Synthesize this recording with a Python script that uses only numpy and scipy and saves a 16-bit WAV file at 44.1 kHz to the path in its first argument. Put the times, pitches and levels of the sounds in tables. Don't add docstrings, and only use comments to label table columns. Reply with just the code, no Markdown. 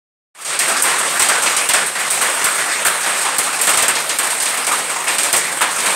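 import sys
import numpy as np
from scipy import signal
from scipy.fft import rfft, irfft, next_fast_len
from scipy.io import wavfile
from scipy.ndimage import uniform_filter1d, minimum_filter1d

SR = 44100
rng = np.random.default_rng(int(sys.argv[2]) if len(sys.argv) > 2 else 0)


def transcribe(u):
    v = np.clip(np.atleast_2d(u).T, -1, 1)
    q = np.round(v * 32767).astype(np.int16)
    wavfile.write(sys.argv[1], SR, q)


def gain_from_db(level_db):
    decades = np.asarray(level_db, float) / 20
    return 10 ** decades


N = 262597
STEP = 4
RATE, STEPS = SR / STEP, -(-N // STEP)


def in_time(rows):
    s, *columns = np.transpose(rows)
    return [np.interp(np.arange(N) / SR, s, c) for c in columns]


def at_hz(points, hz):
    known, *columns = np.transpose(points)
    return [np.interp(np.log(hz), np.log(known), c) for c in columns]


def three_point(body_db, hiss_db, top_db, hz):
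    knees_hz = (1800, 5690, 12530)
    body, hiss, top = (np.interp(np.log(hz), np.log(knees_hz), row) for row in np.eye(3))
    return body * (body_db + 4) + hiss * (hiss_db + 1.5) + top * (top_db + 15)


def drift(rate):
    r = np.exp(-80 * np.pi * rate / SR)
    slow = signal.lfilter([1], [1, -2 * r, r * r], rng.standard_normal(N // 40 + 2002))[2000:]
    return np.interp(np.arange(N) / 40, np.arange(len(slow)), slow / slow.std())


def dying(energy, t60):
    return signal.lfilter([1], [1, -gain_from_db(-120 / (t60 * RATE))], energy + 1e-18)


def each_dying(starts, levels_db, t60s):
    out = np.zeros(STEPS)
    after = np.arange(RATE // 4) / RATE
    for start, level_db, t60 in zip((starts * RATE).astype(int), levels_db, t60s):
        fall = np.exp(-np.log(1e6) * after[:STEPS - start] / t60)
        out[start:start + len(after)] += gain_from_db(2 * level_db) * fall
    return out


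def swelling(power, seconds):
    r = np.exp(-1 / (max(seconds, 1e-4) * RATE))
    return signal.lfilter([1 - r], [1, -r], power)


def spikes(seconds, level_db):
    out = np.zeros(STEPS)
    np.add.at(out, (seconds * RATE).astype(int), gain_from_db(2 * level_db))
    return out


def mode_bump(hz, mode_hz, bump_db, octaves):
    return bump_db * np.exp(-(np.log2(hz / mode_hz) / octaves) ** 2)


# (t/s, drumming level/dB, fineness of the drops level/dB)
DOWNPOUR = [(.6, -18.5, -4), (.7, -14, -5), (1.4, -14, -4), (1.62, -16.5, -3), (1.816, -27.5, 4),
            (2.05, -19.5, -2.5), (2.3, -16, 0.5), (2.66, -16.5, -3), (2.84, -16, -2), (3.2, -20, -2),
            (3.5, -18.5, -3), (3.8, -20.5, 5.5), (4.14, -20, 2), (4.6, -18.5, -0.5), (5.0, -21.5, 1.5),
            (5.44, -20.5, 0), (5.68, -19.5, 0), (5.95, -16.5, 2.5)]


def rain_levels():
    body_db, fine_db = np.array(in_time(DOWNPOUR))[:, ::STEP]
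    hiss_db = body_db - 1.4 + 0.19 * fine_db
    spray_db = body_db - 14.5 + fine_db
    return body_db, hiss_db, spray_db


def pellets(per_s, spread_db):
    sizes_db = spread_db * np.minimum(rng.exponential(1, N), 3)
    falling = (rng.random(N) < per_s / SR) * gain_from_db(2 * sizes_db)
    return np.add.reduceat(falling, np.arange(0, N, STEP))


# (f/Hz, crack t60/s, ring t60/s, swell/s)
STRUCK_SHEET = [
    (150, 0.34, 1, 0.0061),
    (1270, 0.13, 0.33, 0.014),
    (4130, 0.38, 0.58, 0.0012),
    (8000, 0.17, 0.44, 0.00071),
    (13500, 0.13, 0.35, 0.00026),
]


def sheet_at(hz):
    return at_hz(STRUCK_SHEET, hz)


def rain_power(hz, levels_db, small):
    patter = dying(small, 0.47 * sheet_at(hz)[0])
    rain_db = three_point(*levels_db, hz) - 4.0 + 2.0 * drift(7.3)[::STEP]
    clatter_db = 0.34 * np.exp(-np.log2(hz / 3300) ** 2 / .3)
    return gain_from_db(2 * (rain_db + clatter_db)) * (1 + 0.49 * patter / patter.mean())


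def hum():
    return gain_from_db(-46 + 2.0 * drift(3)) * np.sin(2 * np.pi * 153.2 * np.arange(N) / SR)


def wind():
    sos = signal.butter(2, [35, 110], "band", fs=SR, output="sos")
    low = signal.sosfilt(sos, rng.standard_normal((2, N)))
    return low / low.std() * gain_from_db(-69 + 4.8 * np.array([drift(5), drift(3.4)]))


# (t/s, peak level/dB, body level/dB, top level/dB)
NEXT_SHEETS = [(.410, -9, -19, -17), (.448, -4.5, -17.5, -23), (.6774, -8, -7.5, -15),
               (1.0924, -17, -24, -11.5), (1.4197, -6, -16, -19), (1.9944, -11, -8, -18),
               (2.101, -6, -15, -13.5), (2.372, -21, -10, -21), (2.5461, -14, -19, -11),
               (3.0036, -12, -17.5, -20), (3.0294, -7, -19, -41), (3.168, -8.5, -18, -21),
               (3.2106, -7, -17, -22), (3.4284, -8.5, -14, -14.5), (3.5884, -11, -8, -20),
               (4.23, -12, -3, -15), (4.7164, -7, -9, -16), (4.8944, -10.5, -9.5, -20),
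               (5.0769, -6.5, -11, -24), (5.7824, -7, -12.5, -36.5)]
# (t/s, peak level/dB, body level/dB, top level/dB)
SHEET_OVERHEAD = [(0.59, -3, -18, -17.5), (.7667, -4.5, -31, -28), (.822, -4, -39, -10),
                  (1.195, -2.5, -11, -17), (1.22, -2, -15, -19), (1.2865, -3.5, -8, -17),
                  (1.4675, -3, -20, -45), (1.5647, -3.5, -14.5, -19.5), (1.735, -2, -10, -17.5),
                  (2.2129, -5.5, -8, -11.5), (2.4414, -4, -10.5, -12.5), (2.848, -5.5, -8, -9.5),
                  (3.613, -4.5, -13, -11), (3.6915, -3, -16, -16), (3.7344, -5, -7, -21),
                  (3.9524, -4.5, -12.5, -30), (4.668, -5, -9.5, -16.5), (5.1833, -3.5, -13, -18),
                  (5.232, -5, -10, -16), (5.3281, -2.5, -6.5, -15.5), (5.86, -5, -5.5, -17)]
# (t/s, peak level/dB, body level/dB, top level/dB)
OVER_BEAM = [(.9842, -7.5, -24, -13), (1.6886, -1, -12, -16), (1.8612, -8, -13, -13.5),
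             (2.866, -4.5, -11, -8), (3.383, -2.5, -10, -12.5), (3.6707, -2.5, -6, -16),
             (3.7724, -1.5, -11.5, -16), (3.823, -2.5, -8, -14.5), (3.8809, -3, -5.5, -13),
             (3.9124, -18, -26, -31), (4.093, -3.5, -14, -25), (4.186, -4.5, -8.5, -11),
             (4.4014, -5, -14.5, -23), (4.42, -5.5, -26, -13), (4.456, -4, -12, -25),
             (4.4864, -8.5, -19, -13), (4.5714, -8, -7, -14), (5.0394, -14, -12, -14),
             (5.3633, -2, -32, -13.5), (5.6138, -3, -5, -14), (5.7084, -8, -27, -20)]


def stones():
    places = ((SHEET_OVERHEAD, -4), (OVER_BEAM, -30), (NEXT_SHEETS, 1.5))
    return np.array([(*row, ring_db) for rows, ring_db in places for row in rows])


def hail_power(hz, mode_hz, chance_db):
    s, peak_db, body_db, top_db, ring_db = stones().T
    crack_t60, ring_t60, swell = sheet_at(hz)
    force_db = peak_db + 1.06 * np.maximum(peak_db + 8.5, 0)
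    level_db = three_point(force_db + body_db - 2.0, force_db - 12.0, force_db + top_db - 6.0, hz)
    level_db = level_db + mode_bump(hz, mode_hz, bump_db=1.0, octaves=.3) + chance_db
    near = peak_db > -5.2
    out = 0
    for group, spread_s in ((near, 0), (~near, .004)):
        crack = spikes(s[group], level_db[group])
        ring = spikes(s[group], (level_db + ring_db)[group])
        tick = 0.91 * dying(crack, 0.016) * (hz > 2000)
        blow = dying(crack, crack_t60) + dying(ring, ring_t60) + tick
        out = out + swelling(blow, swell + spread_s)
    return out


# (t/s, peak level/dB, t60/s)
CONCRETE_TICKS = [(0.5584, -8, 0.06), (2.6984, -11, 0.055), (2.9564, -24, 0.042), (3.3672, -2, 0.06),
                  (3.5593, -6, 0.043), (4.2704, 1, 0.066), (4.302, 1.5, 0.28), (4.3405, -4.5, 0.15),
                  (4.5344, -21, 0.06), (4.6463, -1, 0.065), (4.9874, -7, 0.052), (5.441, -6, 0.06),
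                  (5.5223, -5, 0.066), (5.8037, 4, 0.06)]


def tick_power(hz):
    s, peak_db, t60 = np.transpose(CONCRETE_TICKS)
    return each_dying(s, peak_db - 15.0, t60) * gain_from_db(-6 * max(np.log2(5000 / hz), 0))


# (t/s, peak level/dB, loudest body mode f/Hz, mode level/dB, t60/s)
WALL_THUDS = [(.599, -7.5, 2190, 12, 0.49), (0.839, 2, 1010, 1.5, 0.69), (1.294, -2.5, 1660, 8, 0.3),
              (1.34, -5, 1700, 2, .35), (1.599, -15, 2370, 14, 0.66), (1.737, 1.5, 1560, 7.5, 0.49),
              (2.209, -2, 1480, 3, .34), (2.249, -11, 1930, 12, 0.38), (2.699, -19, 2100, 14, 0.9),
              (2.851, 3, 1454, 7, 0.32), (3.465, -14.5, 1200, 13.5, 0.38), (3.599, -8, 2010, 7, .6),
              (3.689, -4.5, 1230, 8, .45), (3.779, -5.5, 1130, 5, 0.54), (3.881, -7, 1020, 11, 0.23),
              (4.713, -4.5, 1134, 18, 0.21), (5.334, -14, 2020, 16.5, 0.74), (5.607, 1, 1070, 9, 0.37)]
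# (t/s, peak level/dB, loudest body mode f/Hz, mode level/dB, t60/s)
ROOF_CLACKS = [(1.195, -2, 1120, 2.5, .45), (1.459, 1.5, 2520, 4, 0.32), (1.952, -10.5, 1840, 9.5, 0.74),
               (2.413, -5, 1130, 1, 0.41), (2.457, -5, 1280, 10.5, 0.42), (2.58, -5.5, 1780, 9, .37),
               (3.059, -4.5, 1290, 0.5, 1), (3.249, -4, 980, 7.5, 0.45), (4.189, -9, 2140, 4, .38),
               (5.07, -3.5, 2320, 5.5, 0.5), (5.846, -5, 1850, -1, 0.58)]


def thud_power(hz):
    s, peak_db, mode_hz, mode_db, t60 = np.transpose(ROOF_CLACKS + WALL_THUDS)
    octave_db = np.repeat([-3.5, -6], [len(ROOF_CLACKS), len(WALL_THUDS)])
    far_db = octave_db * max(np.log2(hz / 2400), 0)
    level_db = peak_db - 6.5 + far_db + mode_bump(hz, mode_hz, mode_db, octaves=0.26)
    return swelling(each_dying(s, level_db, t60), 0.0024)


# (f/Hz, level per Hz/dB)
IMPACT_COLOUR = [(30, -53), (60, -39.5), (120, -24.5), (160, -17.5), (300, -11.5), (550, -4.5), (1200, 0),
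                 (2400, -2.5), (2950, -5.5), (5500, -9), (8000, -7), (12000, -12.5), (14200, -22),
                 (16000, -21)]


def coloured(x):
    size = next_fast_len(N)
    hz = np.maximum(np.fft.rfftfreq(size, 1 / SR), 1)
    return irfft(rfft(x, size) * gain_from_db(at_hz(IMPACT_COLOUR, hz)[0]), size)[:N]


def scene():
    levels_db = rain_levels()
    small = pellets(per_s=90, spread_db=2.2)
    edges = 35 * 2 ** np.arange(0, 9.1, 1 / 3)
    white = rng.standard_normal((2, N))
    chance = rng.standard_normal((len(stones()), len(edges)))
    modes_hz = 960 * (2610 / 960) ** np.clip(.5 + chance[:, -1] / 4, 0, 1)
    out, plain = 0, 0
    for k, (low, high) in enumerate(zip(edges, edges[1:])):
        hz = np.sqrt(low * high)
        sos = signal.butter(2, [low, high], "band", fs=SR, output="sos")
        band = signal.sosfilt(sos, white[k % 2])
        power = rain_power(hz, levels_db, small)
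        power = power + hail_power(hz, modes_hz, 0.83 * chance[:, k])
        power = power + tick_power(hz) + thud_power(hz)
        out = out + band * np.repeat(np.sqrt(power), STEP)[:N]
        plain = plain + band
    impacts = coloured(out) / coloured(plain).std()
    return np.tile(impacts + hum(), (2, 1)) + wind()


def port(x, hz, width_hz, peak_db):
    r = np.exp(-np.pi * width_hz / SR)
    turn = 2 * r * np.cos(2 * np.pi * hz / SR)
    peak = signal.lfilter([(1 - r * r) / 2, 0, (r * r - 1) / 2], [1, -turn, r * r], x)
    return x + (gain_from_db(peak_db) - 1) * peak


def limiter(x, threshold_db, share, ahead_s, release_db_s):
    level_db = 10 * np.log10(uniform_filter1d(np.mean(x ** 2, axis=0), size=200) + 1e-12)
    cut_db = share * np.maximum(level_db - threshold_db, 0)
    ramp = release_db_s * np.arange(N) / SR
    cut_db = np.maximum.accumulate(cut_db + ramp) - ramp
    ahead = int(ahead_s * SR)
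    early = -minimum_filter1d(-cut_db, size=ahead, origin=-(ahead // 2))
    return x * gain_from_db(-uniform_filter1d(early, size=ahead, origin=(ahead - 1) // 2))


# (t/s, length/s, left samples, right samples that wrap round)
OVERLOADS = [(0.8396, 0.0015, 0, 1), (1.1974, 0.0052, 0, 3), (1.2204, 0.0055, 1, 6), (1.6891, 0.0126, 2, 9),
             (1.7374, 0.0055, 0, 3), (2.8511, 0.0015, 0, 1), (2.8639, 0.015, 1, 9), (3.3841, 0.0081, 0, 14),
             (3.6917, 0.0121, 0, 5), (3.7743, 0.0068, 0, 8), (3.8239, 0.0067, 0, 4), (3.8837, 0.0068, 1, 1),
             (4.4237, 0.0024, 0, 2), (5.1834, 0.0017, 0, 2), (5.3306, 0.0121, 1, 14),
             (5.3646, 0.0058, 2, 3), (5.6213, 0.0083, 1, 4), (2.4415, .004, 1, 4)]


def overflow(x, jump, samples_each, linger, thump):
    clicks, offset = np.zeros_like(x), np.zeros(N)
    for s, length, *wraps in OVERLOADS:
        start, stop = int(s * SR), int((s + length) * SR)
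        offset[(start + stop) // 2] = thump * np.sqrt(sum(wraps))
        for side, click, count in zip(x, clicks, wraps):
            highest = start + np.argsort(-np.abs(side[start:stop]))[:int(count * samples_each)]
            click[highest] = -jump * np.sign(side[highest])
    clicks = signal.lfilter([1], [1, -linger], clicks + 1e-18)
    clicks = signal.sosfilt(signal.butter(2, 170, "high", fs=SR, output="sos"), clicks)
    low_band = signal.butter(2, [45, 170], "band", fs=SR, output="sos")
    settling = signal.sosfilt(low_band, offset + 1e-18)
    return x + clicks + settling * gain_from_db(np.array([[-3], [.1]]))


# (t/s, level/dB)
OPENING = [
    (.343, -61),
    (.351, -25.5),
    (.4, -14.5),
    (.45, -11.5),
    (.5, -4),
    (.6, -1.5),
]


def fade_in(x):
    return x * gain_from_db(in_time(OPENING)[0]) * (np.arange(N) > OPENING[0][0] * SR)


def roll_off(x):
    return signal.sosfilt(signal.butter(12, 16520, fs=SR, output="sos"), x)


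def record(dry):
    both = port(dry, hz=8460, width_hz=724, peak_db=14.1)
    left, right = both
    left = port(left, hz=8150, width_hz=870, peak_db=-9)
    x = gain_from_db(-2.5) * np.array([left, right])
    x = limiter(x, threshold_db=-15.5, share=0.42, ahead_s=0.017, release_db_s=62)
    x = overflow(x, jump=1.35, samples_each=1.5, linger=.3, thump=1.15)
    x = fade_in(x)
    x = signal.sosfilt(signal.ellip(8, .2, 34, 15680, fs=SR, output="sos"), x)
    mix = np.clip(x, -1, 1)
    return roll_off(mix)


dry = scene()
out = record(dry)
transcribe(out)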